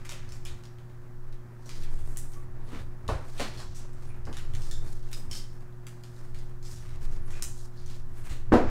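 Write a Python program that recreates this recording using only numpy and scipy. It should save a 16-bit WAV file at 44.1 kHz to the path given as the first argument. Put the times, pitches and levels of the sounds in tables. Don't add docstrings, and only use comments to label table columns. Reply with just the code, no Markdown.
import sys
import numpy as np
from scipy import signal
from scipy.fft import rfft, irfft, next_fast_len
from scipy.io import wavfile
from scipy.ndimage import map_coordinates

SR = 44100
rng = np.random.default_rng(int(sys.argv[2]) if len(sys.argv) > 2 else 0)


def magnitude_from_level(level_db):
    exponent = np.asarray(level_db, float) / 20
    return 10 ** exponent


def inscribe(sig):
    pcm = np.round(np.clip(np.atleast_2d(sig).T, -1, 1) * 32767)
    wavfile.write(sys.argv[1], SR, pcm.astype(np.int16))


N = 383650
SPAN = 16384
STEP = 128

# start_s, peak_db, ring_hz, room_answer_db
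SNAPS = [(0.092, -30.5, 5400, -7), (0.115, -31, 3570, -8.5), (1.9736, -51.5, 3220, 2.5),
         (4.3278, -35, 3600, -4), (4.369, -31, 4640, -7), (4.5362, -37, 3120, -6), (5.1153, -46, 3000, 0),
         (5.8672, -35, 5800, -10.5), (6.036, -40.5, 4970, -9), (6.3458, -41, 4400, -5.5),
         (8.2942, -42.5, 3900, 4)]
# start_s, peak_db, ring_hz, room_answer_db
TAPS = [(0.0501, -38.5, 5800, -5), (0.0543, -38, 6300, -11), (.121, -35.5, 6500, -9),
        (.247, -52, 3530, -11), (.4564, -35.5, 3700, -3), (0.636, -43, 5400, -9), (0.7852, -47.5, 3180, -9),
        (1.692, -35.5, 5140, -4), (1.8225, -43.5, 4500, -3.5), (1.835, -43.5, 2600, -3),
        (1.76, -43, 5000, -8), (2.161, -45, 3200, -13), (6.905, -50, 4300, -10), (2.319, -48, 9100, 0),
        (3.397, -25.5, 4500, -1.5), (3.4033, -22.5, 4570, -10), (7.306, -42, 7060, -2),
        (7.3413, -45, 3690, -6)]
# start_s, peak_db, ring_hz, room_answer_db
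FLICKS = [(3.079, -31.5, 4100, -3.5), (3.747, -46.5, 5800, 5), (3.757, -46, 6500, 3.5),
          (4.7117, -31.5, 5140, -7.5), (5.088, -49, 3630, -10), (5.1143, -42, 12500, -14),
          (5.8676, -41, 11000, -10), (5.1297, -28.5, 5050, -12), (5.3119, -29.5, 5150, -4),
          (5.3315, -31.5, 5040, -5), (5.352, -31, 5300, -8), (5.373, -34, 5200, -8.5),
          (.8979, -56, 3370, -5), (5.7244, -56, 3140, -11), (3.932, -51, 7000, -10),
          (6.7602, -43, 4970, -3.5)]
# start_s, peak_db, ring_hz,
# room_answer_db
CREASES = [(0.2897, -43, 5500, -9), (0.321, -38.5, 5300, -8), (.35, -48, 7000, -8),
           (0.451, -34.5, 6760, -8), (0.654, -45, 4640, -12), (1.3255, -47, 3260, -11),
           (1.6586, -45, 5740, -5), (2.171, -27, 8700, -8.5), (2.3353, -41.5, 5800, -14),
           (3.379, -37, 3130, 3), (3.5735, -40, 4160, 1), (3.6015, -38.5, 5700, -6.5),
           (4.2523, -40.5, 4860, -6.5), (4.55, -34, 3480, -27), (4.6188, -38.5, 5200, -4.5),
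           (4.8742, -45.5, 4430, -6), (5.028, -51, 3740, -9), (5.607, -54, 4870, -11),
           (6.1633, -47.5, 5070, -7), (6.3877, -44.5, 4470, -11), (6.627, -45, 5030, -3),
           (7.861, -41, 5840, -16), (6.651, -43.5, 5400, 1.5), (6.713, -41.5, 6000, -4),
           (7.32, -54, 9000, -13), (7.4233, -19.5, 7330, -10.5), (8.524, -40, 4300, 6.5)]
# dull_part_db, bright_part_db
CLICK_COLOURS = [
    (2.5, -1.5),
    (-0.5, -13),
    (-12, -7.5),
    (-17, -14),
]
# start_s, pitch_hz, width_hz, level_db
RINGS = [(.092, 3670, 250, -42), (4.1, 2400, 300, -48), (4.712, 3600, 240, -40), (4.712, 7240, 330, -42),
         (5.13, 5030, 170, -36), (5.131, 8000, 350, -45), (5.313, 6750, 300, -43), (5.313, 3100, 200, -39),
         (5.352, 4800, 200, -40), (8.5205, 1540, 720, -28), (8.54, 870, 440, -26), (4.75, 3530, 150, -51),
         (3.405, 250, 98, -39), (7.424, 7100, 2400, -31), (.6365, 5600, 500, -52), (5.13, 3650, 160, -43),
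         (5.313, 5310, 190, -33.5), (7.335, 2500, 180, -44), (7.776, 4400, 1400, -48),
         (2.73, 250, 150, -30.5), (3.4, 610, 300, -26), (8.18, 10400, 3500, -51), (8.525, 214, 28, -22),
         (2.36, 1140, 59, -50.5), (.12, 580, 200, -42.5)]

# middle_s, length_s, film_db, colour_hz,
# edge_over_film_db
FILM_STROKES = [(.01, 0.11, -68, 5600, -9), (0.293, 0.21, -64, 5000, -12), (.6, .35, -74, 4800, -2),
                (1.31, .15, -77, 3900, -8), (1.724, 0.24, -55.5, 5270, -9), (1.844, 0.072, -57, 4500, -5),
                (1.927, .2, -67, 6000, -6), (2.047, 0.32, -63.5, 6500, -1.5), (2.14, .12, -62, 8400, -7),
                (2.323, 0.23, -66.5, 7500, 4), (2.752, 0.27, -54.5, 3950, -9),
                (3.2, 0.57, -65.5, 4800, -7), (3.315, 0.18, -64, 5500, -8),
                (3.466, 0.26, -51, 4400, -11), (3.723, 0.34, -57, 5000, -24),
                  (4.03, 0.22, -60, 5700, -6.5), (4.355, .2, -77, 5000, 4), (4.645, 0.34, -57.5, 5200, -5),
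                  (4.904, 0.2, -62, 6000, -1), (5.04, 0.33, -61, 4900, -13), (5.188, 0.19, -69.5, 5400, 13),
                  (5.363, 0.14, -55, 5000, -6), (5.5, 0.29, -71.5, 5400, -2), (6.12, 0.29, -64, 5500, -6),
                  (6.367, 0.33, -65, 4600, -6), (6.733, 0.25, -63, 5800, 3), (6.913, 0.4, -61, 4700, -10),
                  (7.044, 0.087, -60.5, 5300, -5), (7.143, 0.15, -59, 5360, -7.5),
                  (7.37, 0.28, -56, 6200, -15), (7.596, 0.2, -51, 6700, -19),
                  (7.9, 0.33, -54.5, 4860, -10.5), (8.276, 0.3, -58, 4870, 0.5)]
# middle_s, length_s, card_db, palm_db
GRIPS = [(.15, .5, -53.5, -70), (0.528, 0.53, -63, -59), (1.784, 0.98, -83, -57.5), (2.13, 0.15, -62, -63),
         (2.34, 0.19, -84, -58), (2.73, 0.41, -71, -47.5), (2.762, 0.1, -44.5, -50), (3.155, 0.4, -79, -46),
         (3.448, 0.18, -48.5, -46), (3.618, 0.26, -69, -54.5), (4.036, 0.47, -61, -55.5),
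         (4.536, 0.53, -70, -55), (4.887, 0.21, -68, -54.5), (5.224, 0.4, -64, -54),
         (6.197, 0.21, -71, -72), (6.85, 0.57, -58.5, -68), (7.192, 0.45, -61.5, -54.5),
         (7.385, 0.2, -51, -57), (7.914, 0.27, -59, -92), (8.205, .2, -57.5, -62), (8.296, 0.2, -50.5, -54),
         (8.7, 0.32, -44, -38)]
# film_db, edge_db, card_db, palm_db
REST_DB = (-82, -88.5, -75, -57)
FILM_HZ = np.array([3600, 5400, 8000])
# multiple_of_colour, level_db (per Hz)
FILM_SPECTRUM = [(.2, -70), (.5, -7), (.78, 2), (1, 3), (1.35, -1.5), (2.2, -22), (5, -68)]
# freq_hz, level_db (per Hz)
EDGE_SPECTRUM = [(2500, -58), (6000, -16.5), (9000, -10.5), (11000, -20.5), (13500, -17), (15700, -27),
                 (16000, -60)]
# freq_hz, level_db (per Hz)
CARD_SPECTRUM = [(300, -70), (1000, 1), (1600, 1), (2300, 0), (3500, -9.5), (7000, -15.5), (16000, -68)]
# freq_hz, level_db (per Hz)
PALM_SPECTRUM = [(60, -62), (130, 3.5), (250, 5.5), (600, -3), (1200, -5), (2500, -15.5), (8000, -84)]
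# time_s, pitch_hz, level_db, upper_mode_db
SQUEAKS = [
    [(2.63, 10200, -68, -20), (2.71, 10000, -71, -20)],
    [(4.07, 9750, -65, -20), (4.12, 9650, -70, -20), (4.145, 8900, -80, -30), (4.21, 8900, -77, -30)],
    [(4.145, 11950, -80, -40), (4.17, 11750, -78, -40), (4.195, 11200, -80, -40)],
    [(7.18, 8900, -76, -5), (7.22, 9200, -72, -6), (7.265, 9350, -72, -6), (7.3, 9150, -68, -5)],
]

# start_s, peak_db, thud_db, slap_db, contact_s, body_hz
KNOCKS = [
    (3.088, -25, 3, -11, 0.0067, 690),
    (3.3958, -27.5, -6.5, 3, 0.0075, 253),
    (3.592, -43, -4, 23, 0.014, 845),
    (4.268, -39.5, 6, -2, 0.012, 268),
    (8.301, -47.5, 21.5, -14, 0.027, 280),
    (8.521, -13.5, -2, -10, 0.0064, 337),
    (8.5355, -10, -11, -13.5, 0.007, 320),
]
# pitch_hz, level_db, t60_s
TABLE_TOP = [(213, 10.5, 0.43), (249, 5.5, 0.17), (318, 8.5, 0.22), (484, 8, 0.14), (546, 0.5, 0.15),
             (728, -1, 0.042)]
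# pitch_hz, level_db, t60_s
HAND_MODES = [(214, -3, .37), (253, -3.5, 0.34), (323, 4, 0.19), (354, -8, 0.26), (397, -14, .5),
              (494, -6, 0.23), (587, -9, 0.29), (690, -7, 0.2), (740, -6.5, 0.25), (888, -14.5, .35),
              (957, -18, .3), (1087, -17, 0.39), (1580, -19, 0.22), (1670, -21, .3)]
# pitch_hz, level_db, t60_s
CARD_MODES = [(450, -10.5, 0.24), (640, -7, .3), (687, -8, 0.23), (760, 3, .04), (904, -12, 0.26),
              (1034, -4.5, 0.25), (1136, -11, .3), (1389, -20, 0.26)]
# start_s, level_db, modes
STRUCK = [
    (8.5205, -18.5, HAND_MODES),
    (8.5365, -19.5, HAND_MODES),
    (3.0895, -30, CARD_MODES),
    (3.397, -44, CARD_MODES),
]

# freq_hz, t60_s
ROOM_DECAY = [(100, 0.31), (500, 0.3), (2000, 0.42), (6000, 0.39), (14000, 0.29)]
# delay_s, level_db
WALLS = [(.0034, -12), (.0072, -6), (.0158, -7), (.0245, -13)]

# pitch_hz, level_db (rms)
HUM = [(120, -47), (162, -64), (240, -67), (360, -58.5)]
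# freq_hz, level_db (per Hz)
AIR = [(76, -28), (130, -1), (176, -7.5), (194, -10), (228, -6), (327, -21), (361, -8.5), (391, -86),
       (459, -20.5), (620, -18), (1040, -19.5), (1790, -22.5), (2150, -32), (2370, -45), (15600, -65)]
# freq_hz, level_db (per Hz)
HISS = [(1200, -30), (2500, -3.5), (6000, -4), (10000, -8), (15700, -8), (16000, -50)]
# time_s, sway_db
LEANING = [(0.0, -35.5), (0.51, -32.5), (0.61, -46.5), (1.38, -32.5), (1.48, -50), (1.82, -26.5),
           (3.05, -38), (3.39, -28), (3.54, -40), (4.8, -21.5), (6.13, -48.5), (6.25, -31), (6.76, -38.5),
           (7.07, -19.5), (7.78, -35), (7.87, -26.5), (8.21, -30), (8.7, -20.5)]
# freq_hz, level_db (per Hz)
SWAY = [(3, -36), (8, -3), (15, 13.5), (22, 5), (32, 3.5), (55, -31), (150, -120)]
# middle_s, length_s, level_db
JOLTS = [(0.435, 0.61, -51.5), (2.034, 0.16, -45), (2.207, 0.13, -51), (2.537, 0.35, -49.5),
         (2.834, 0.21, -44), (3.14, 0.16, -32.5), (3.644, 0.33, -46.5), (4.312, 0.57, -44),
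         (4.551, 0.11, -36.5), (4.788, 0.32, -45.5), (5.287, 0.12, -40.5), (6.35, 0.12, -47),
         (6.74, 0.091, -48), (7.1, 0.78, -45), (7.458, 0.19, -52), (7.876, 0.18, -47), (8.317, 0.51, -49),
         (8.548, 0.15, -31), (8.7, 0.22, -31.5)]
# freq_hz, level_db (per Hz)
RUMBLE = [(8, -97), (22, -27), (40, -3), (60, -1), (95, -1.5), (125, -6), (200, -28.5), (500, -120)]


def unit(x):
    return x / np.sqrt(np.mean(x ** 2) + 1e-20)


def along(points, hz):
    f, v = np.transpose(points)
    return np.interp(np.log(hz + 1), np.log(f + 1), v)


def curves(rows):
    s, *columns = np.transpose(rows)
    return [np.interp(np.arange(N) / SR, s, column) for column in columns]


def wobble(rate):
    knots = rng.standard_normal(int(N * rate / SR) + 4)
    return map_coordinates(knots, [np.arange(N) * rate / SR])


def swell(s, length_s):
    t = np.arange(0, N + STEP, STEP) / SR
    return np.exp(-(3.71 * (t - s) / length_s) ** 2 / 2)


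def smooth(control):
    return np.interp(np.arange(N) / STEP, np.arange(len(control)), control)


def filtered(x, response):
    m = next_fast_len(len(x) + 8192)
    return irfft(rfft(x, m) * response(np.fft.rfftfreq(m, 1 / SR)), m)[:len(x)]


def peak(f, hz, width_hz):
    return 1j * f * width_hz / (hz * hz - f * f + 1j * f * width_hz)


def causal(gain):
    size = 4096
    cepstrum = irfft(np.log(gain(np.fft.rfftfreq(size, 1 / SR)) + 1e-6))
    cepstrum[1:size // 2] *= 2
    cepstrum[size // 2 + 1:] = 0
    return irfft(np.exp(rfft(cepstrum)))[:size // 2]


def noise(spectrum, excite=1):
    return unit(filtered(excite * rng.standard_normal(N), lambda f: magnitude_from_level(along(spectrum, f))))


def echoed(x):
    out = np.pad(x, (0, SPAN))[:SPAN]
    return out + sum(magnitude_from_level(db) * np.pad(out, (round(s * SR), 0))[:SPAN] for s, db in WALLS)


def room(x, delay_s):
    hz, t, z = signal.stft(rng.standard_normal(SPAN), SR, nperseg=256)
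    decay = magnitude_from_level(-60 * t / along(ROOM_DECAY, hz)[:, None])
    tail = signal.istft(z * decay, SR, nperseg=256)[1][:SPAN]
    tail = tail * (1 - np.exp(-np.arange(SPAN) / SR / delay_s))
    return signal.fftconvolve(x, tail / np.linalg.norm(tail))[:SPAN]


def clicks():
    out, t = np.zeros(N + SPAN), np.arange(600) / SR
    kinds = zip((SNAPS, TAPS, FLICKS, CREASES), CLICK_COLOURS)
    every = [row + colour for rows, colour in kinds for row in rows]
    for s, db, hz, room_db, dull_db, bright_db in every:
        bands_db = np.minimum(2.8 * rng.standard_normal(160), 3.5)

        def colour(f):
            ring = abs(peak(f, hz, 0.68 * hz)) ** 2 + 0.35 * abs(peak(f, hz, 0.04 * hz))
            dull = magnitude_from_level(dull_db + 6.5) * abs(peak(f, 1800, 3000)) ** 2
            bright = magnitude_from_level(bright_db + 0.5) * abs(peak(f, 7940, 4300)) ** 2
            damping = magnitude_from_level(np.interp(f / 140, np.arange(len(bands_db)), bands_db))
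            return (ring + dull + bright) * damping

        plastic = causal(colour)
        envelope = magnitude_from_level(-60 * t / 0.011) * (1 - np.exp(-t / 0.00058))
        snap = np.convolve(plastic, envelope * rng.standard_normal(len(t)))
        snap = magnitude_from_level(db) * snap / np.abs(snap).max()
        answer = room(plastic / np.linalg.norm(plastic) * np.linalg.norm(snap), delay_s=0.0081)
        out[round(s * SR):][:SPAN] += echoed(snap) + magnitude_from_level(room_db + 8) * answer
    return out[:N]


def rings():
    out = np.zeros(N + SPAN)
    for s, hz, width_hz, db in RINGS:
        mode = causal(lambda f: abs(peak(f, hz, width_hz)) ** 2)
        answer = room(mode, delay_s=0.0046)
        both = answer + magnitude_from_level(-4) * echoed(mode)
        out[round(s * SR):][:SPAN] += magnitude_from_level(db - 7) * both / np.abs(answer).max()
    return out[:N]


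def rubbing():
    slips_db = 1.6 * wobble(500) + 1.5 * wobble(60) + 1.8 * wobble(22)
    slips = magnitude_from_level(slips_db + 1.5 * np.clip(wobble(200), 0, 2.4) ** 1.5)
    films = [noise([(hz * multiple, db) for multiple, db in FILM_SPECTRUM], slips) for hz in FILM_HZ]
    edge = magnitude_from_level(4.0) * noise(EDGE_SPECTRUM, slips)
    card, palm = noise(CARD_SPECTRUM, slips), noise(PALM_SPECTRUM, slips)

    film_rest, edge_gain, card_gain, palm_gain = magnitude_from_level(np.array(REST_DB))
    count = len(FILM_HZ)
    film_gain = film_rest * np.ones((count, 1)) / np.sqrt(count)
    for s, length_s, db, hz, edge_db in FILM_STROKES:
        place = np.interp(np.log(hz), np.log(FILM_HZ), np.arange(count))
        shares = np.sqrt(np.clip(1 - abs(place - np.arange(count)), 0, 1))
        stroke = magnitude_from_level(db) * swell(s, length_s)
        film_gain = film_gain + shares[:, None] * stroke
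        edge_gain = edge_gain + magnitude_from_level(edge_db) * stroke
    for s, length_s, card_db, palm_db in GRIPS:
        grip = swell(s, length_s)
        card_gain = card_gain + magnitude_from_level(card_db) * grip
        palm_gain = palm_gain + magnitude_from_level(palm_db) * grip
    gains = (*film_gain, edge_gain, card_gain, palm_gain)
    layers = (*films, edge, card, palm)
    return magnitude_from_level(-5.5) * sum(smooth(gain) * layer for gain, layer in zip(gains, layers))


def squeaks():
    out, t = np.zeros(N), np.arange(N) / SR
    for rows in SQUEAKS:
        hz, db, upper_db = curves(rows)
        fade = np.clip(np.minimum(t - rows[0][0], rows[-1][0] - t) / 0.012, 0, 1)
        phase = 2 * np.pi * np.cumsum(hz + 45 * wobble(150)) / SR
        whistle = np.sin(phase) + magnitude_from_level(upper_db) * np.sin(1.22 * phase)
        out += fade * magnitude_from_level(db + 4 * wobble(70)) * whistle
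    return out


def knocks():
    out, t = np.zeros(N + SPAN), np.arange(SPAN) / SR
    for s, db, thud_db, slap_db, contact_s, hz in KNOCKS:
        push = rng.standard_normal(SPAN) * np.exp(-t / contact_s) * (1 - np.exp(-t / 0.0008))

        def colour(f):
            modes = sum(magnitude_from_level(level) * abs(peak(f, c, 6 / t60)) for c, level, t60 in TABLE_TOP)
            body = abs(peak(f, hz, 1.47 * hz)) ** 2 * (1 + 0.79 * modes)
            slap = magnitude_from_level(slap_db) * abs(peak(f, 1040, 1520)) ** 2 / (1 + (f / 2200) ** 4)
            return body + slap

        top = causal(colour)
        blow = signal.fftconvolve(push, top)[:SPAN]
        blow = magnitude_from_level(db) * blow / np.abs(blow).max()
        answer = room(top / np.linalg.norm(top) * np.linalg.norm(blow), delay_s=0.0067)
        thud = filtered(push, lambda f: peak(f, 39, 50) ** 2)
        thud = magnitude_from_level(db + thud_db) * thud / np.abs(thud).max()
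        out[round(s * SR):][:SPAN] += echoed(blow) + magnitude_from_level(5.5) * answer + thud
    return out[:N]


def struck():
    out, t = np.zeros(N + SPAN), np.arange(SPAN) / SR
    onset = 1 - np.exp(-t / 0.00067)
    for s, db, modes in STRUCK:
        ring = np.zeros(SPAN)
        for hz, level, t60 in modes:
            ring += magnitude_from_level(level - 60 * t / t60) * np.sin(2 * np.pi * hz * t + rng.uniform(-1.3, 1))
        out[round(s * SR):][:SPAN] += magnitude_from_level(db) * onset * ring
    return out[:N]


def table_shake():
    sway_db, = curves(LEANING)
    rock = np.sqrt(2) * np.sin(2 * np.pi * np.cumsum(12 + 1.3 * wobble(2.4)) / SR)
    sway = magnitude_from_level(sway_db + 1.8 * wobble(3.02)) * (0.99 * rock + 0.29 * noise(SWAY))
    steady = magnitude_from_level(-54 + 0.23 * (sway_db - sway_db.mean()))
    jolts = smooth(sum(magnitude_from_level(db) * swell(s, length_s) for s, length_s, db in JOLTS))
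    return sway + (steady + jolts) * noise(RUMBLE)


def background():
    t = np.arange(N) / SR
    hum = np.zeros(N)
    for hz, db in HUM:
        line = np.sin(2 * np.pi * hz * t + 0.46 * wobble(5))
        hum += np.sqrt(2) * magnitude_from_level(db + 0.31 * wobble(8.5)) * line
    return hum + magnitude_from_level(-57) * noise(AIR) + magnitude_from_level(-72.5) * noise(HISS)


def scene():
    plastic = clicks() + rings() + rubbing() + squeaks()
    table = knocks() + struck() + table_shake()
    return (plastic + table + background())[None]


def low_pass(x):
    return signal.sosfilt(signal.butter(12, 15750, fs=SR, output="sos"), x)


def record(dry):
    mix = filtered(dry[0], lambda f: np.where(f < 15900, 1, magnitude_from_level(-16)))[None]
    return low_pass(mix)


dry = scene()
out = record(dry)
inscribe(out)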